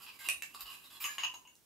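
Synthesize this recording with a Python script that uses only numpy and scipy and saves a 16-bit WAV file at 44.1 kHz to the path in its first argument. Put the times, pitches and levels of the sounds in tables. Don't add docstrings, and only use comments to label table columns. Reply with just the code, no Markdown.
import sys
import numpy as np
from scipy import signal
from scipy.fft import rfft, irfft, next_fast_len
from scipy.io import wavfile
from scipy.ndimage import map_coordinates

SR = 44100
rng = np.random.default_rng(int(sys.argv[2]) if len(sys.argv) > 2 else 0)


def wrap_up_sound(samples):
    columns = np.atleast_2d(samples).T
    tamed = np.clip(columns, -1, 1)
    steps = np.round(tamed * 32767).astype(np.int16)
    wavfile.write(sys.argv[1], SR, steps)


def volts_from_db(level):
    exponent = np.asarray(level, float) / 20
    return 10 ** exponent


N = 72765

LEFT_DB = -3
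WALL_TRIM_DB = [0.5, 1, 3, 6]
# f/Hz, level/dB, t60/s
WET_LOW = [(1143, 3, 0.02)]


def unit(x):
    return x / np.sqrt(np.mean(x ** 2) + 1e-20)


def along(points, hz):
    f, v = np.transpose(points)
    return np.interp(np.log(hz + 1), np.log(f + 1), v)


def filtered(x, response):
    m = next_fast_len(x.shape[-1] + 8192)
    return irfft(rfft(x, m) * response(np.fft.rfftfreq(m, 1 / SR)), m)[..., :x.shape[-1]]


def wobble(rate):
    knots = rng.standard_normal(int(N / SR * 40) + 4)
    return map_coordinates(knots, [np.arange(N) * min(rate, 39) / SR])


def drift(t):
    slosh_hz = 1.5
    return np.cumsum(rng.standard_normal(len(t))) * np.sqrt(2 * np.pi * slosh_hz / SR)


def heard(x, left_db):
    # f/Hz, t60/s
    room_decay = [(500, 0.31), (2500, 0.23), (7000, 0.25), (15000, 0.24)]
    room_db, likeness, gap_s = 3, 0.045, 0.0031
    wall_s, wall_db = 0.011, -8
    hz, t, z = signal.stft(rng.standard_normal((2, SR // 2)), SR, nperseg=256)
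    decay = volts_from_db(-60 * t / along(room_decay, hz)[:, None])
    a, b = signal.istft(z * decay, SR, nperseg=256)[1]
    turn = np.arccos(np.clip(likeness, 0, 1)) / 2
    tail = np.array([np.cos(turn) * a + side * np.sin(turn) * b for side in (1, -1)])
    fade_in = np.clip(np.arange(len(a)) / (gap_s * SR) - 1, 0, 1)
    tail *= volts_from_db(room_db) / np.linalg.norm(tail[0]) * fade_in
    tail[:, 0] += 1
    wall = round(wall_s * SR)
    tail[[0, 1], [wall, wall + 9]] += volts_from_db(wall_db)
    return signal.fftconvolve(x[None], tail, axes=1) * volts_from_db(np.array([[left_db / 2], [-left_db / 2]]))


def place(out, y, s):
    out[:, round(s * SR):][:, :y.shape[1]] += y


def ring(modes, t, attack_s):
    scatter_db = 1.2
    total = 0
    for hz, db, t60 in modes:
        level = volts_from_db(db + scatter_db * rng.standard_normal() - 60 * t / t60)
        total = total + level * np.sin(2 * np.pi * hz * t + drift(t))
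    return total * (1 - np.exp(-t / attack_s))


def strikes(rows, families, crack, trim_db, left_db, attack_s=0.00057):
    crack_s = 0.017
    out, t = np.zeros((2, N + 2 * SR)), np.arange(SR // 4) / SR
    for s, db, low_db, upper_db, crack_db in rows:
        noise = filtered(rng.standard_normal(len(t)), lambda hz: volts_from_db(along(crack, hz)))
        burst = unit(noise) * volts_from_db(-60 * t / crack_s) * (1 - np.exp(-t / attack_s))
        parts = [ring(modes, t, attack_s) for modes in families] + [burst]
        levels = volts_from_db(db + np.array([low_db, -12, upper_db, crack_db]) + trim_db)
        place(out, heard(levels @ np.array(parts), left_db), s)
    return out[:, :N]


def air():
    # f/Hz, level/dB per Hz
    spectrum = [(20, -31), (52, -2), (95, -6), (130, -5.5), (330, -4), (600, -12.5), (2000, -14.5),
                (16000, -16)]
    # f/Hz, correlation
    alike = [(30, 0.19), (100, 0.46), (500, 0.47), (3000, 0.1), (12000, 0.97)]
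    air_db, settles_db, settles_from_s = -65, -3.5, 1.334

    def mid_side(hz):
        turn = np.arccos(np.clip(along(alike, hz), -1, 1)) / 2
        return volts_from_db(along(spectrum, hz)) * [np.cos(turn), np.sin(turn)]

    mid, side = filtered(rng.standard_normal((2, N)), mid_side)
    settling = np.clip((np.arange(N) / SR - settles_from_s) / 0.16, 0, 1)
    level_db = air_db + 0.35 * wobble(1.15) + settles_db * settling
    balance_db = np.array([[-0.8], [0.8]])
    return unit(np.array([mid + side, mid - side])) * volts_from_db(level_db + balance_db)


def grinding():
    # t/s, length/s, body level/dB, fine grit level/dB, favoured resonance f/Hz
    rubs = [(0, 0.054, -59, -63, 1350), (0.014, 0.03, -60.5, -60, 4900), (0.062, 0.04, -53.5, -64, 2650),
            (0.188, 0.082, -55, -56.5, 2100), (0.242, 0.032, -49.5, -52, 2766),
            (.54, 0.018, -56, -56, 4500), (0.588, 0.035, -54.5, -60, 1110),
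            (0.654, 0.067, -54.5, -64, 2830), (0.694, 0.064, -57, -58.5, 2750),
            (0.835, 0.0385, -61.5, -64, 3780), (0.901, 0.077, -59, -61.5, 3300),
            (1.001, 0.055, -48.5, -49, 2430), (1.005, 0.028, -45.5, -65, 14500),
            (0.604, 0.0093, -47, -57, 13800), (1.041, 0.033, -51, -50, 2140),
            (1.075, 0.0834, -54.5, -61, 2420), (1.18, 0.045, -50, -66.5, 2180),
            (1.196, 0.037, -58, -84, 1890), (1.229, 0.023, -44.5, -60, 1900),
            (1.338, 0.0071, -51, -57.5, 854), (0.122, 0.045, -63, -66, 2320),
            (0.49, 0.086, -66.5, -70, 2700), (0.764, 0.084, -64.5, -67, 2700)]
    # f/Hz, width/Hz, level/dB
    resonances = [(1143, 397, 3), (1636, 390, 1), (2100, 520, -0.5), (2700, 855, 4.5), (3900, 420, 1),
                  (4760, 860, -1.5)]
    # f/Hz, level/dB per Hz
    grit = [(5000, -42), (7000, -1.5), (9000, -6.5), (10500, -4), (11800, 5), (13000, -11), (14500, -3),
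            (16000, -14)]
    rise_s, fall_s = 0.0024, 0.0037
    favour_db, favour_width = 5.5, 0.1
    spread_db, grains_per_s = 2, 9000
    valley_db = -28
    out, t = np.zeros((2, N + 2 * SR)), np.arange(SR // 5) / SR
    for s, length, body_db, grit_db, favoured_hz in rubs:
        size = (2, len(t))
        force = volts_from_db(spread_db * np.minimum(rng.exponential(size=size), 3))
        grains = force * rng.standard_normal(size) * (rng.random(size) < grains_per_s / SR)
        favoured = (favoured_hz, favour_width * favoured_hz, favour_db + favoured_hz / 1500)
        peaks = list(resonances) + [favoured]

        def body(f):
            total = volts_from_db(valley_db)
            for c, w, db in peaks:
                total = total + volts_from_db(db) * (1j * f * w / (c * c - f * f + 1j * f * w)) ** 2
            return total

        low = unit(filtered(grains[0], body))
        high = unit(filtered(grains[1], lambda hz: volts_from_db(along(grit, hz))))
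        stroke = np.clip(t / rise_s, 0, 1) * np.clip((length - t) / fall_s + 1, 0, 1)
        place(out, heard(stroke * (volts_from_db(body_db) * low + volts_from_db(grit_db) * high), LEFT_DB), s)
    return out[:, :N]


def knocks():
    # t/s, peak level/dB, low ring/dB, spoon ring/dB, crack/dB
    rows = [(0.097, -41, -32, -14, -36), (0.2975, -19, -30, -34, -34), (0.287, -14, -25.5, -23, -13.5),
            (0.547, -50.5, 8, 11, -3), (0.607, -48, -23, 10, 3), (0.6575, -56, 2, 10, -10),
            (0.666, -52, 2, 6, -5), (0.701, -42, -16, -14, -22), (0.730, -42, -16, -16, -22),
            (0.844, -60, -5, 5, -5), (0.7415, -38, -18.5, -18, -21), (0.907, -56, -4.5, -5, -8),
            (0.315, -27, -30, -22, -22)]
    # f/Hz, level/dB, t60/s
    wet_main = [(2470, -10.5, 0.05), (2538, -1.5, 0.047), (2726, -2, 0.042), (2830, -9.5, 0.029)]
    # f/Hz, level/dB, t60/s
    spoon = [(3900, -2.5, 0.011), (4500, -1.5, 0.015), (4900, -5, 0.013), (7250, -16.5, 0.021),
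             (9400, -39, 0.013), (10700, -12, 0.0059)]
    # f/Hz, level/dB
    crack = [(400, -28), (1900, 2.5), (3300, -0.5), (6000, -2), (9500, 4.5), (12000, 2.5), (14500, -13),
             (16000, -8)]
    return strikes(rows, [WET_LOW, wet_main, spoon], crack, WALL_TRIM_DB, LEFT_DB)


def pings():
    # t/s, f/Hz, level/dB, t60/s, glide/Hz per s
    rows = [(0.239, 7250, -82, 0.16, 18), (0.241, 3906, -54.5, 0.51, 7), (0.256, 2788, -41.5, 0.24, 13),
            (0.658, 2972, -51, 0.21, -800), (0.687, 1120, -48, 0.064, 4), (0.7, 4070, -56, 0.28, -800),
            (0.836, 3810, -55.5, 0.1, 2), (0.951, 4100, -54, 0.21, 7), (1.02, 5360, -55, 0.4, -2500),
            (0.195, 2150, -54.5, 0.22, -1500), (0.2, 1582, -55, 0.31, 2), (1.046, 1153, -34, 0.05, -3),
            (1.084, 1650, -42, 0.1, 694), (1.088, 1735, -42, 0.09, 2), (1.182, 1103, -35.5, 0.059, 4),
            (1.182, 6860, -42.5, 0.077, 2), (1.04, 6815, -45, 0.28, -14), (1.34, 3900, -59, 0.068, 2),
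            (1.472, 2765, -50, 0.053, -1),]
    rise_s = 0.002
    out, t = np.zeros((2, N + 2 * SR)), np.arange(SR // 4) / SR
    for s, hz, db, t60, glide in rows:
        swell = volts_from_db(db - 60 * t / t60) * (1 - np.exp(-t / rise_s))
        tone = np.sin(2 * np.pi * (hz + glide * t / 2) * t + drift(t))
        place(out, heard(swell * tone, LEFT_DB), s)
    return out[:, :N]


def thuds():
    # t/s, f/Hz, level/dB, length/s
    rows = [
        (0.268, 333.8, -58, 0.017),
        (0.34, 58.2, -67, 0.066),
        (0.525, 371, -66.5, 0.05),
        (0.598, 47.3, -64, 0.1),
        (1.029, 373, -64.5, 0.052),
        (1.04, 48, -68, 0.051),
        (1.185, 62, -80, 0.032),
    ]
    t = np.arange(N) / SR
    total = np.zeros(N)
    for s, hz, db, length in rows:
        swell = np.sin(np.pi * np.clip((t - s) / length, 0, 1)) ** 2
        total += volts_from_db(db) * swell * np.sin(2 * np.pi * hz * t)
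    return total * np.ones((2, 1))


def taps():
    # t/s, peak level/dB, low ring/dB, upper ring/dB, crack/dB
    rows = [
        (.4222, -18.5, -51, -32, -22.5),
        (.4335, -31, -23, -32, -22),
        (1.553, -74, -26, -26, 13.5),
    ]
    # f/Hz, level/dB, t60/s
    tap_main = [(1900, -3, 0.0091), (2310, 7, 0.0063), (2660, -2.5, 0.025)]
    # f/Hz, level/dB, t60/s
    tap_upper = [(4590, 2.5, 0.01), (7160, 5, 0.022), (11570, 10.5, 0.015)]
    # f/Hz, level/dB
    crack = [(1000, -60), (3000, -2.5), (5000, -1.5), (7500, 2), (10000, -3), (16000, -8)]
    return strikes(rows, [WET_LOW, tap_main, tap_upper], crack, WALL_TRIM_DB, LEFT_DB)


def clinks():
    # t/s, peak level/dB, low ring/dB, upper ring/dB, crack/dB
    rows = [
        (1.0412, -24, -37, -22.5, -11.5),
        (1.053, -34.5, -25, -14.5, 3),
        (1.182, -27.5, -19, -27, -2),
        (1.2352, -19.5, -17.5, -25.5, -21),
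        (1.253, -27, -19, -46, -32),
        (1.295, -47, -20, -39, -22),
        (1.339, -46, 0.5, -23, -44),
        (1.3425, -45.5, -13, -11.5, -23),
        (1.452, -46.5, -8.5, -48, -37),
        (1.474, -49, -36.5, -15.5, -6.5),
    ]
    # f/Hz, level/dB, t60/s
    rim_low = [(956, -0.5, 0.037), (1006, -1, 0.11)]
    # f/Hz, level/dB, t60/s
    rim_main = [(2620, -6.5, 0.068), (2700, -8.5, 0.094), (2844, -1.5, 0.1), (2885, -3, 0.094),
                (2976, -8, 0.089), (3284, -21, 0.053)]
    # f/Hz, level/dB, t60/s
    rim_upper = [(6334, 3, 0.021), (6623, 7, 0.027), (6724, 0, 0.036), (11730, -8, 0.044)]
    # f/Hz, level/dB
    crack = [(300, -57), (1000, -10.5), (2200, 14), (3800, -1), (5500, -10), (9000, -11), (16000, -17)]
    trim_db = [-3.5, 4.5, 7.5, 2.5]
    return strikes(rows, [rim_low, rim_main, rim_upper], crack, trim_db, left_db=0.5, attack_s=0.00091)


def radiated(x):
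    # f/Hz, level/dB
    tone = [(200, 2.5), (600, 4.5), (1000, -1)]
    return filtered(x, lambda hz: volts_from_db(along(tone, hz)))


def scene():
    glass = grinding() + knocks() + pings() + taps() + clinks()
    return air() + radiated(glass) + thuds()


def low_pass(x):
    return signal.sosfilt(signal.butter(12, 16660, fs=SR, output="sos"), x)


def record(dry):
    limited = filtered(dry, lambda hz: np.where(hz < 15700, 1, volts_from_db(-30) * (hz < 16600)))
    return low_pass(limited)


dry = scene()
out = record(dry)
wrap_up_sound(out)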